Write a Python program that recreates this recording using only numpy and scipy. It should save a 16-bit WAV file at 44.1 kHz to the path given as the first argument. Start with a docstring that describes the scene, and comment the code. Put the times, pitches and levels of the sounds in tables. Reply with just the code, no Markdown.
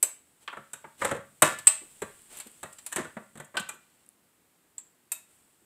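"""Small hard kitchen, an electric tortilla press on the counter, near enough that direct sound outweighs the room.
The lid comes down on dough, the lever is swung over and leaned on, both are lifted, the tortilla is peeled off.
Dull knocks are noise bursts that ring the plates' modes; hinge and handle snap in sharp clicks; bumps, clear metal
notes and rattles surround them. Squeezed dough hisses and hands rub as grainy coloured noise.
The microphone has a bright port resonance and a faint floor of room tone and hiss."""
import sys
import numpy as np
from scipy import signal
from scipy.fft import rfft, irfft
from scipy.io import wavfile

SR = 44100
rng = np.random.default_rng(int(sys.argv[2]) if len(sys.argv) > 2 else 0)


def inscribe(sig):
    """Save sig as 16-bit PCM at rate SR to the path in sys.argv[1].

    A 1-D sig is mono; a 2-D sig holds one channel per row.
    Samples are clipped to [-1, 1] before scaling.
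    """
    pcm = np.round(np.clip(np.atleast_2d(sig).T, -1, 1) * 32767)
    wavfile.write(sys.argv[1], SR, pcm.astype(np.int16))


N = 249279
BLOW_S, LONG_S = 0.015, 0.7   # span that sets a blow's level, longest ringing
CUTOFF_HZ = 15500   # top of the microphone's range


def from_db(db):
    """Decibels to gain."""
    return 10 ** (np.asarray(db) / 20)


def rms_one(x):
    """Scale to rms 1."""
    return x / np.sqrt(np.mean(x ** 2) + 1e-20)


def at_hz(points, hz):
    """Read a table on a log-frequency axis."""
    table_hz, value = np.transpose(points)
    return np.interp(np.log(np.maximum(hz, 1)), np.log(table_hz), value)


def add(out, start_s, sound):
    """Mix a sound in at a time."""
    start = max(int(start_s * SR), 0)
    out[start:start + len(sound)] += sound[:N - start]


def band(x, low_hz, high_hz, order=3):
    """Butterworth band-pass."""
    edges_hz = [low_hz, min(high_hz, 0.45 * SR)]
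    return signal.sosfilt(signal.butter(order, edges_hz, "band", fs=SR, output="sos"), x)


def resonance(x, hz, width_hz):
    """One two-pole resonance with gain 1 on top."""
    radius = np.exp(-np.pi * width_hz / SR)
    numerator = np.array([1, 0, -1]) * (1 - radius ** 2) / 2
    denominator = [1, -2 * radius * np.cos(2 * np.pi * hz / SR), radius ** 2]
    return signal.lfilter(numerator, denominator, x)


def coloured(x, spectrum):
    """Filter a steady noise by a spectrum table; rms 1."""
    gain = from_db(at_hz(spectrum, np.fft.rfftfreq(N, 1 / SR)))
    return rms_one(irfft(rfft(x) * gain, N))


def swell(start_s, length_s, attack_s, fall_db_per_s):
    """Gain of one gesture: it rises, holds to the end of its length and dies away."""
    t = np.arange(N) / SR - start_s
    fall_db = fall_db_per_s * np.maximum(t - length_s, 0)
    return np.clip(t / attack_s, 0, 1) * from_db(-fall_db)


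def grainy_noise(per_s, size_db, smooth_db):
    """Random little pops of uneven size on a smooth hiss."""
    happens = rng.random(N) < per_s / SR
    size = from_db(size_db * np.minimum(rng.exponential(1, N), 4))
    pops = happens * rng.choice([-1, 1], N) * size
    return rms_one(pops) + from_db(smooth_db) * rng.standard_normal(N)


def since_blow():
    """Time axis of one blow and its ringing."""
    return np.arange(int(LONG_S * SR)) / SR


def unit_blow(x):
    """Scale a blow to the energy of rms 1 lasting BLOW_S."""
    return x / np.sqrt(np.sum(x ** 2) / (BLOW_S * SR) + 1e-20)


def scatter(hold_s, t60):
    """A contact chatters and bounces off counter and wall: a dense cluster that holds briefly and dies."""
    t = since_blow()[:SR // 4]
    envelope = from_db(-60 * np.maximum(t - hold_s, 0) / t60) + 1e-12
    return rng.standard_normal(len(t)) * envelope


def contact(zones, levels_db, hold_s, t60, bass_lingers):
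    """The dry crack of one blow: noise in zones, the low ones holding longer and dying more slowly."""
    crack = 0
    top_hz = zones[-1][1]
    for (low_hz, high_hz), level_db in zip(zones, levels_db):
        slower = (top_hz / high_hz) ** bass_lingers
        cluster = scatter(hold_s * slower, t60 * slower)
        crack = crack + from_db(level_db) * unit_blow(band(cluster, low_hz, high_hz, order=4))
    return crack


def struck_part(hz, width_hz, t60):
    """The part that is hit rings briefly at its own pitch: a burst through two equal resonances."""
    once = resonance(scatter(0, t60), hz, width_hz)
    return unit_blow(resonance(once, hz, width_hz))


# Knocks of lid, lever and base; weight brings thud, hardness brings tick; levels are before the trims:
# start_s, level_db, weight_db, hardness_db, pitch_hz, ring_db
KNOCKS = [(.477, -34.5, -35, -38, 1133, -37.5), (.528, -38.5, -23.5, -31, 1400, -46),
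          (.569, -41.5, -10, -27, 1294, -41.5), (.7327, -46.5, -14.5, 1.5, 1490, -47),
          (0.842, -44.5, -7.5, -37, 902, -42.5), (1.0165, -27, -14.5, -25, 1182, -27),
          (1.031, -35.5, -10, -20, 550, -35), (1.047, -27, -17.5, -10.5, 545.6, -25),
          (1.1122, -30.5, -1.5, -17, 567, -28.5), (1.147, -45, -6, -16, 514, -34.5),
          (1.165, -45.5, 2, -17, 1120, -47), (1.421, -15.5, -14.5, -5.5, 610, -16.5),
          (2.019, -36.5, -5, -11.5, 409, -28.5), (2.63, -39.5, -9, -10, 1220, -43),
          (2.656, -54, -7, -13, 1900, -49), (2.918, -50, -28, -4, 1590, -46),
          (2.925, -39.5, -29, -0.5, 1794, -40), (2.9601, -31, -14, -6.5, 1750, -41),
          (2.98, -35.5, -17, -16, 360, -29.5), (2.998, -44, 3, -21, 227.4, -32.5),
          (3.046, -44, -5.5, -18.5, 1444, -42.5), (3.1676, -40.5, -3, -31, 208.5, -35.5),
          (3.354, -55.5, 4, -11, 178, -52), (3.374, -51.5, -10, -8, 207, -49),
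          (3.3989, -43, -4.5, -13.5, 1060, -54), (3.542, -45, -5.5, -29, 1090, -47),
          (3.552, -44, -8, -23.5, 620, -47.5), (3.569, -31.5, -17.5, -14.5, 1533, -25.5),
          (3.596, -48, -4, 1, 198, -39), (3.6891, -41.5, -23.5, -1.5, 2390, -43)]
# Where thud, body, clack, edge and tick lie: low_hz, high_hz
KNOCK_ZONES = [(85, 250), (270, 800), (800, 2000), (2100, 4000), (6200, 13500)]
# How those five zones follow a blow: offset_db, weight_share (ratio), hardness_share (ratio)
KNOCK_RESPONSE = [(-1, 0.94, 0.19), (0.5, 0.51, 0.011), (0, 0.049, 0.029), (-4.5, 0.083, 0.56),
                  (-0.5, 0.1, 1)]


def knocks(plate_db=-6, ring_db=-3.5, crack_db=-1):
    """Heavy parts meet: a crack, the ring of the struck part, and the plates."""
    out = np.zeros(N)
    for start_s, level_db, weight_db, hardness_db, pitch_hz, part_db in KNOCKS:
        levels_db = level_db + np.array(KNOCK_RESPONSE) @ [1, weight_db, hardness_db]
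        crack = contact(KNOCK_ZONES, levels_db, hold_s=0.005, t60=0.04, bass_lingers=0.22)
        ring = struck_part(pitch_hz, width_hz=83, t60=0.023)
        add(out, start_s, from_db(crack_db) * crack)
        add(out, start_s, from_db(part_db + ring_db) * ring)
        add(out, start_s, from_db(plate_db) * plates(KNOCK_ZONES, levels_db))
    return out


# Modes of the plates and lever, levels relative: pitch_hz, level_db
PRESS_MODES = [(151, 0), (200, 0.5), (551, -2), (630, -4.5), (921, -10), (1050, -11.5), (1160, -7.5),
               (1297, -16), (1393, -8), (1529, -13.5), (1577, -6.5), (1761, -8.5), (1914, -11.5),
               (2035, -14.5), (2256, -18.5), (2475, -15.5), (2600, -7.5), (2945, -10), (3359, -15)]


def plates(zones, levels_db, t60=0.25, spread_db=3):
    """Every blow rings the press as dying sines, each about as hard as the blow is at that pitch."""
    t = since_blow()
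    hz, mode_db = np.transpose(PRESS_MODES)
    zone_centres_hz = np.sqrt(np.prod(zones, axis=1))
    drive_db = at_hz(np.column_stack([zone_centres_hz, levels_db]), hz)
    favour_db = rng.normal(0, spread_db, len(hz))   # each blow favours other modes
    gain = from_db(mode_db + drive_db + favour_db)
    gain = gain * (hz > zones[0][0])   # modes below the blow's lowest zone stay silent
    gain = gain * rng.choice([-1, 1], len(hz))
    return gain @ np.sin(2 * np.pi * np.outer(hz, t)) * from_db(-60 * t / t60)


# Sharp clicks of hinge, handle and hot metal, body against the snap; levels are before the trims:
# start_s, level_db, body_db, pitch_hz, ring_db
CLICKS = [(0.027, -27, -12.5, 7910, -32.5), (0.4772, -72, 16, 2780, -39), (1.587, -50, -2, 9300, -71),
          (1.67, -26.5, -2.5, 8250, -20.5), (2.370, -53, -7, 13200, -50), (2.4, -49.5, -0.5, 9740, -52),
          (2.469, -62, 0, 11760, -57), (2.727, -58.5, -10, 9000, -72), (2.785, -59, 1.5, 7500, -63.5),
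          (2.8631, -45.5, -6, 9800, -44.5), (3.4454, -63.5, -18, 7210, -68),
          (3.5692, -49.5, 13.5, 2780, -31), (3.741, -73, -4, 12180, -62.5),
          (4.7805, -57.5, -4, 7496, -48.5), (5.118, -37, -11.5, 13140, -34)]
# Where clack, edge and snap lie: low_hz, high_hz
CLICK_ZONES = [(600, 2500), (2200, 5000), (6500, 14500)]
# How much clack, edge and snap follow the body: body_share (ratio)
CLICK_BODY_SHARE = [0.93, 1, 0]


def clicks(plate_db=-11, ring_db=-3, crack_db=-1):
    """Small stiff parts snap: a crack, a broad high ring, and the plates."""
    out = np.zeros(N)
    for start_s, level_db, body_db, pitch_hz, part_db in CLICKS:
        levels_db = level_db + body_db * np.array(CLICK_BODY_SHARE)
        crack = contact(CLICK_ZONES, levels_db, hold_s=0.0037, t60=0.05, bass_lingers=0.21)
        ring = struck_part(pitch_hz, width_hz=910, t60=0.055)
        add(out, start_s, from_db(crack_db) * crack)
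        add(out, start_s, from_db(part_db + ring_db) * ring)
        add(out, start_s, from_db(plate_db) * plates(CLICK_ZONES, levels_db))
    return out


# Tiny dry ticks: start_s, peak_db
TICKS = [(2.2195, -45), (2.3885, -32), (2.516, -44.5), (4.064, -50.5), (4.090, -40)]


def ticks(hz=10500, width_hz=2500):
    """Single impulses through a broad high resonance, over within about a millisecond."""
    out = np.zeros(N)
    snap = resonance(signal.unit_impulse(SR // 100), hz, width_hz)
    snap = resonance(snap, hz, width_hz)
    snap = snap / np.abs(snap).max()
    for start_s, peak_db in TICKS:
        add(out, start_s, from_db(peak_db) * snap)
    return out


# Soft low bumps of hands and base: start_s, level_db, pitch_hz
BUMPS = [(0.028, -44, 471), (.59, -53, 170), (1.815, -52.5, 350), (2.305, -69, 262), (2.461, -51.5, 206),
         (3.197, -55, 210), (3.734, -57.5, 198.2), (5.618, -66, 260)]


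def bumps():
    """Soft contacts carry only lows: short noise bursts through a wide low resonance."""
    out = np.zeros(N)
    for start_s, level_db, pitch_hz in BUMPS:
        add(out, start_s, from_db(level_db) * struck_part(pitch_hz, width_hz=310, t60=0.12))
    return out


def mode(hz, level_db, t60):
    """One dying sine."""
    t = since_blow()
    return from_db(level_db - 60 * t / t60) * np.sin(2 * np.pi * hz * t)


# Metal hums on after the lever lands, snaps under load and the lid hits its open stop:
# start_s, pitch_hz, level_db, t60_s
HUMS = [(1.421, 1742, -32, 0.42), (1.669, 2630, -38, .22), (3.568, 1508, -51, 0.52), (3.57, 4150, -46, .2)]
# A light metal clink as the tortilla comes off: pitch_hz, level_db
CLINK_MODES = [(980, -54), (1370, -55), (1720, -50), (2600, -37.5), (3780, -46.5), (7655, -64),
               (8263, -48.5), (8753, -52.5), (10450, -37), (12410, -36.5), (12930, -54)]
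# How long the clink rings: pitch_hz, t60_s
CLINK_T60 = [(1000, 0.11), (2600, 0.05), (3800, 0.11), (13000, 0.078)]
CLINK_S = 5.118


def metal_notes():
    """Lever, lid and clink ring in clear notes, each a dying sine."""
    out = np.zeros(N)
    for start_s, pitch_hz, level_db, t60 in HUMS:
        add(out, start_s, mode(pitch_hz, level_db, t60))
    for pitch_hz, level_db in CLINK_MODES:
        add(out, CLINK_S, mode(pitch_hz, level_db, at_hz(CLINK_T60, pitch_hz)))
    return out


# Loose hinge and plates rattle as the lid settles, the lever lands and the lid is lifted:
# start_s, length_s, level_db
RATTLES = [(1.002, 0.078, -43), (1.425, 0.034, -30.5), (2.955, 0.0094, -37)]
# Colour of the rattle: pitch_hz, level_db (per Hz)
RATTLE_COLOUR = [(100, -12.5), (350, 4), (800, -2.5), (1700, 1), (3500, -12), (6000, -17.5), (9000, -17.5),
                 (15000, -26)]


def rattling():
    """Loose parts chatter in quick uneven taps, heard while each shake swells and falls."""
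    taps = grainy_noise(per_s=320, size_db=0.5, smooth_db=-9)
    shaking = np.zeros(N)
    for start_s, length_s, level_db in RATTLES:
        shaking += from_db(level_db) * swell(start_s, length_s, attack_s=0.014, fall_db_per_s=218)
    return shaking * coloured(taps, RATTLE_COLOUR)


# Colour of the steam: pitch_hz, level_db (per Hz)
STEAM_COLOUR = [(200, 1.5), (1200, -4), (3000, -2.5), (6000, -12), (9000, -4), (15000, -7)]
FULL_PRESSURE_S, LID_LIFT_S, PEEL_S = 1.7, 3, 5.31
SIZZLE_DB, STEAM_DB, PEEL_DB = -76.5, -62.5, -70   # open plate, full pressure, last puff
BUILD_DB_PER_S, DRY_DB_PER_S, VENT_DB_PER_S = 24.5, 2.5, 23
PEEL_ATTACK_S, PEEL_FALL_DB_PER_S = 0.06, 31.5


def steam():
    """Dough moisture boils hardest at full pressure, dries a little, vents at the lid lift and puffs at the peel."""
    t = np.arange(N) / SR
    building_db = BUILD_DB_PER_S * (FULL_PRESSURE_S - t)
    drying_db = DRY_DB_PER_S * (t - FULL_PRESSURE_S)
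    pressed = from_db(STEAM_DB - np.maximum(building_db, drying_db))
    venting = from_db(-VENT_DB_PER_S * np.maximum(t - LID_LIFT_S, 0))
    boiling = np.hypot(from_db(SIZZLE_DB), pressed) * venting
    # the puff is fully risen at PEEL_S
    puff = from_db(PEEL_DB) * swell(PEEL_S - PEEL_ATTACK_S, PEEL_ATTACK_S, PEEL_ATTACK_S, PEEL_FALL_DB_PER_S)
    fizz = grainy_noise(per_s=600, size_db=3, smooth_db=6)
    return (boiling + puff) * coloured(fizz, STEAM_COLOUR)


# Strokes of the hands over lever and lid: start_s, length_s, level_db
RUBS = [(0.396, 0.031, -61.5), (0.472, 0.5, -73), (.975, 0.026, -51.5), (2.289, 0.11, -53),
        (3.77, 0.27, -74)]
# Colour of the rubbing: pitch_hz, level_db (per Hz)
RUB_COLOUR = [(100, 2.5), (350, 4), (1600, 4), (3500, 2), (6000, -7), (10000, -4), (15000, -5)]


def rubbing():
    """Skin and sleeve slip over the press in fine grains."""
    grains = grainy_noise(per_s=1300, size_db=2.5, smooth_db=3)
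    strokes = np.zeros(N)
    for start_s, length_s, level_db in RUBS:
        strokes += from_db(level_db) * swell(start_s, length_s, attack_s=0.039, fall_db_per_s=382)
    return strokes * coloured(grains, RUB_COLOUR)


# How long the kitchen rings: pitch_hz, t60_s
ROOM_T60 = [(120, 0.8), (400, 0.25), (1200, .36), (3000, .35), (8000, .29), (15000, 0.2)]
# How loud the kitchen answers against the direct sound: pitch_hz, level_db
ROOM_SEND = [(120, -12), (400, -12), (1200, -8), (3000, -6.5), (8000, -12.5), (15000, -13.5)]


def kitchen(x, build_s=0.0092):
    """Diffuse reflections build up and die: octave bands of noise, each with its own decay and level."""
    t, response = since_blow(), 0
    edges_hz = 60 * 2.0 ** np.arange(10)
    for low_hz, high_hz in zip(edges_hz, edges_hz[1:]):
        if low_hz < CUTOFF_HZ:
            centre_hz = np.sqrt(low_hz * high_hz)
            decay = from_db(-60 * t / at_hz(ROOM_T60, centre_hz))
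            build_up = 1 - np.exp(-(t / build_s) ** 2)
            tail = band(rng.standard_normal(len(t)), low_hz, high_hz) * decay * build_up
            share = 2 * (min(high_hz, SR / 2) - low_hz) / SR   # of the whole spectrum
            unit_tail = tail * np.sqrt(share / np.sum(tail ** 2))
            response = response + from_db(at_hz(ROOM_SEND, centre_hz)) * unit_tail
    return signal.fftconvolve(x, response)[:N]


def scene():
    """The press and the room around it; the ticks reach the room 3 dB weaker."""
    press = knocks() + clicks() + bumps() + metal_notes() + rattling() + steam() + rubbing()
    tiny = ticks()
    return (press + tiny + kitchen(press + from_db(-3.0) * tiny))[None]


# Resonances of the microphone port: pitch_hz, width_hz, boost_db
PORT = [(2960, 910, 1.5), (5200, 2100, 1.5), (7720, 990, 9.5), (8550, 1700, 8.5)]
# Colour of the room tone and hiss: pitch_hz, level_db (per Hz)
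FLOOR = [(30, -26), (70, -2), (140, 0.5), (280, 2.5), (600, -4), (1500, -6.5), (3000, -10), (6000, -16),
         (7300, -9.5), (8100, -5.5), (9500, -10.5), (12000, -11), (15000, -13)]
FLOOR_DB = -67.5


def record(dry):
    """The microphone port rings in the treble, a faint floor lies under all, peaks are rounded, the top is cut."""
    heard = dry
    for hz, width_hz, boost_db in PORT:
        heard = heard + (from_db(boost_db) - 1) * resonance(heard, hz, width_hz)
    heard = heard + from_db(FLOOR_DB) * coloured(rng.standard_normal(N), FLOOR)
    ceiling = 0.75
    rounded = heard / (1 + (heard / ceiling) ** 6) ** (1 / 6)
    low_pass = signal.ellip(10, 0.1, 80, CUTOFF_HZ, fs=SR, output="sos")
    return signal.sosfilt(low_pass, rounded)


dry = scene()
out = record(dry)
inscribe(out)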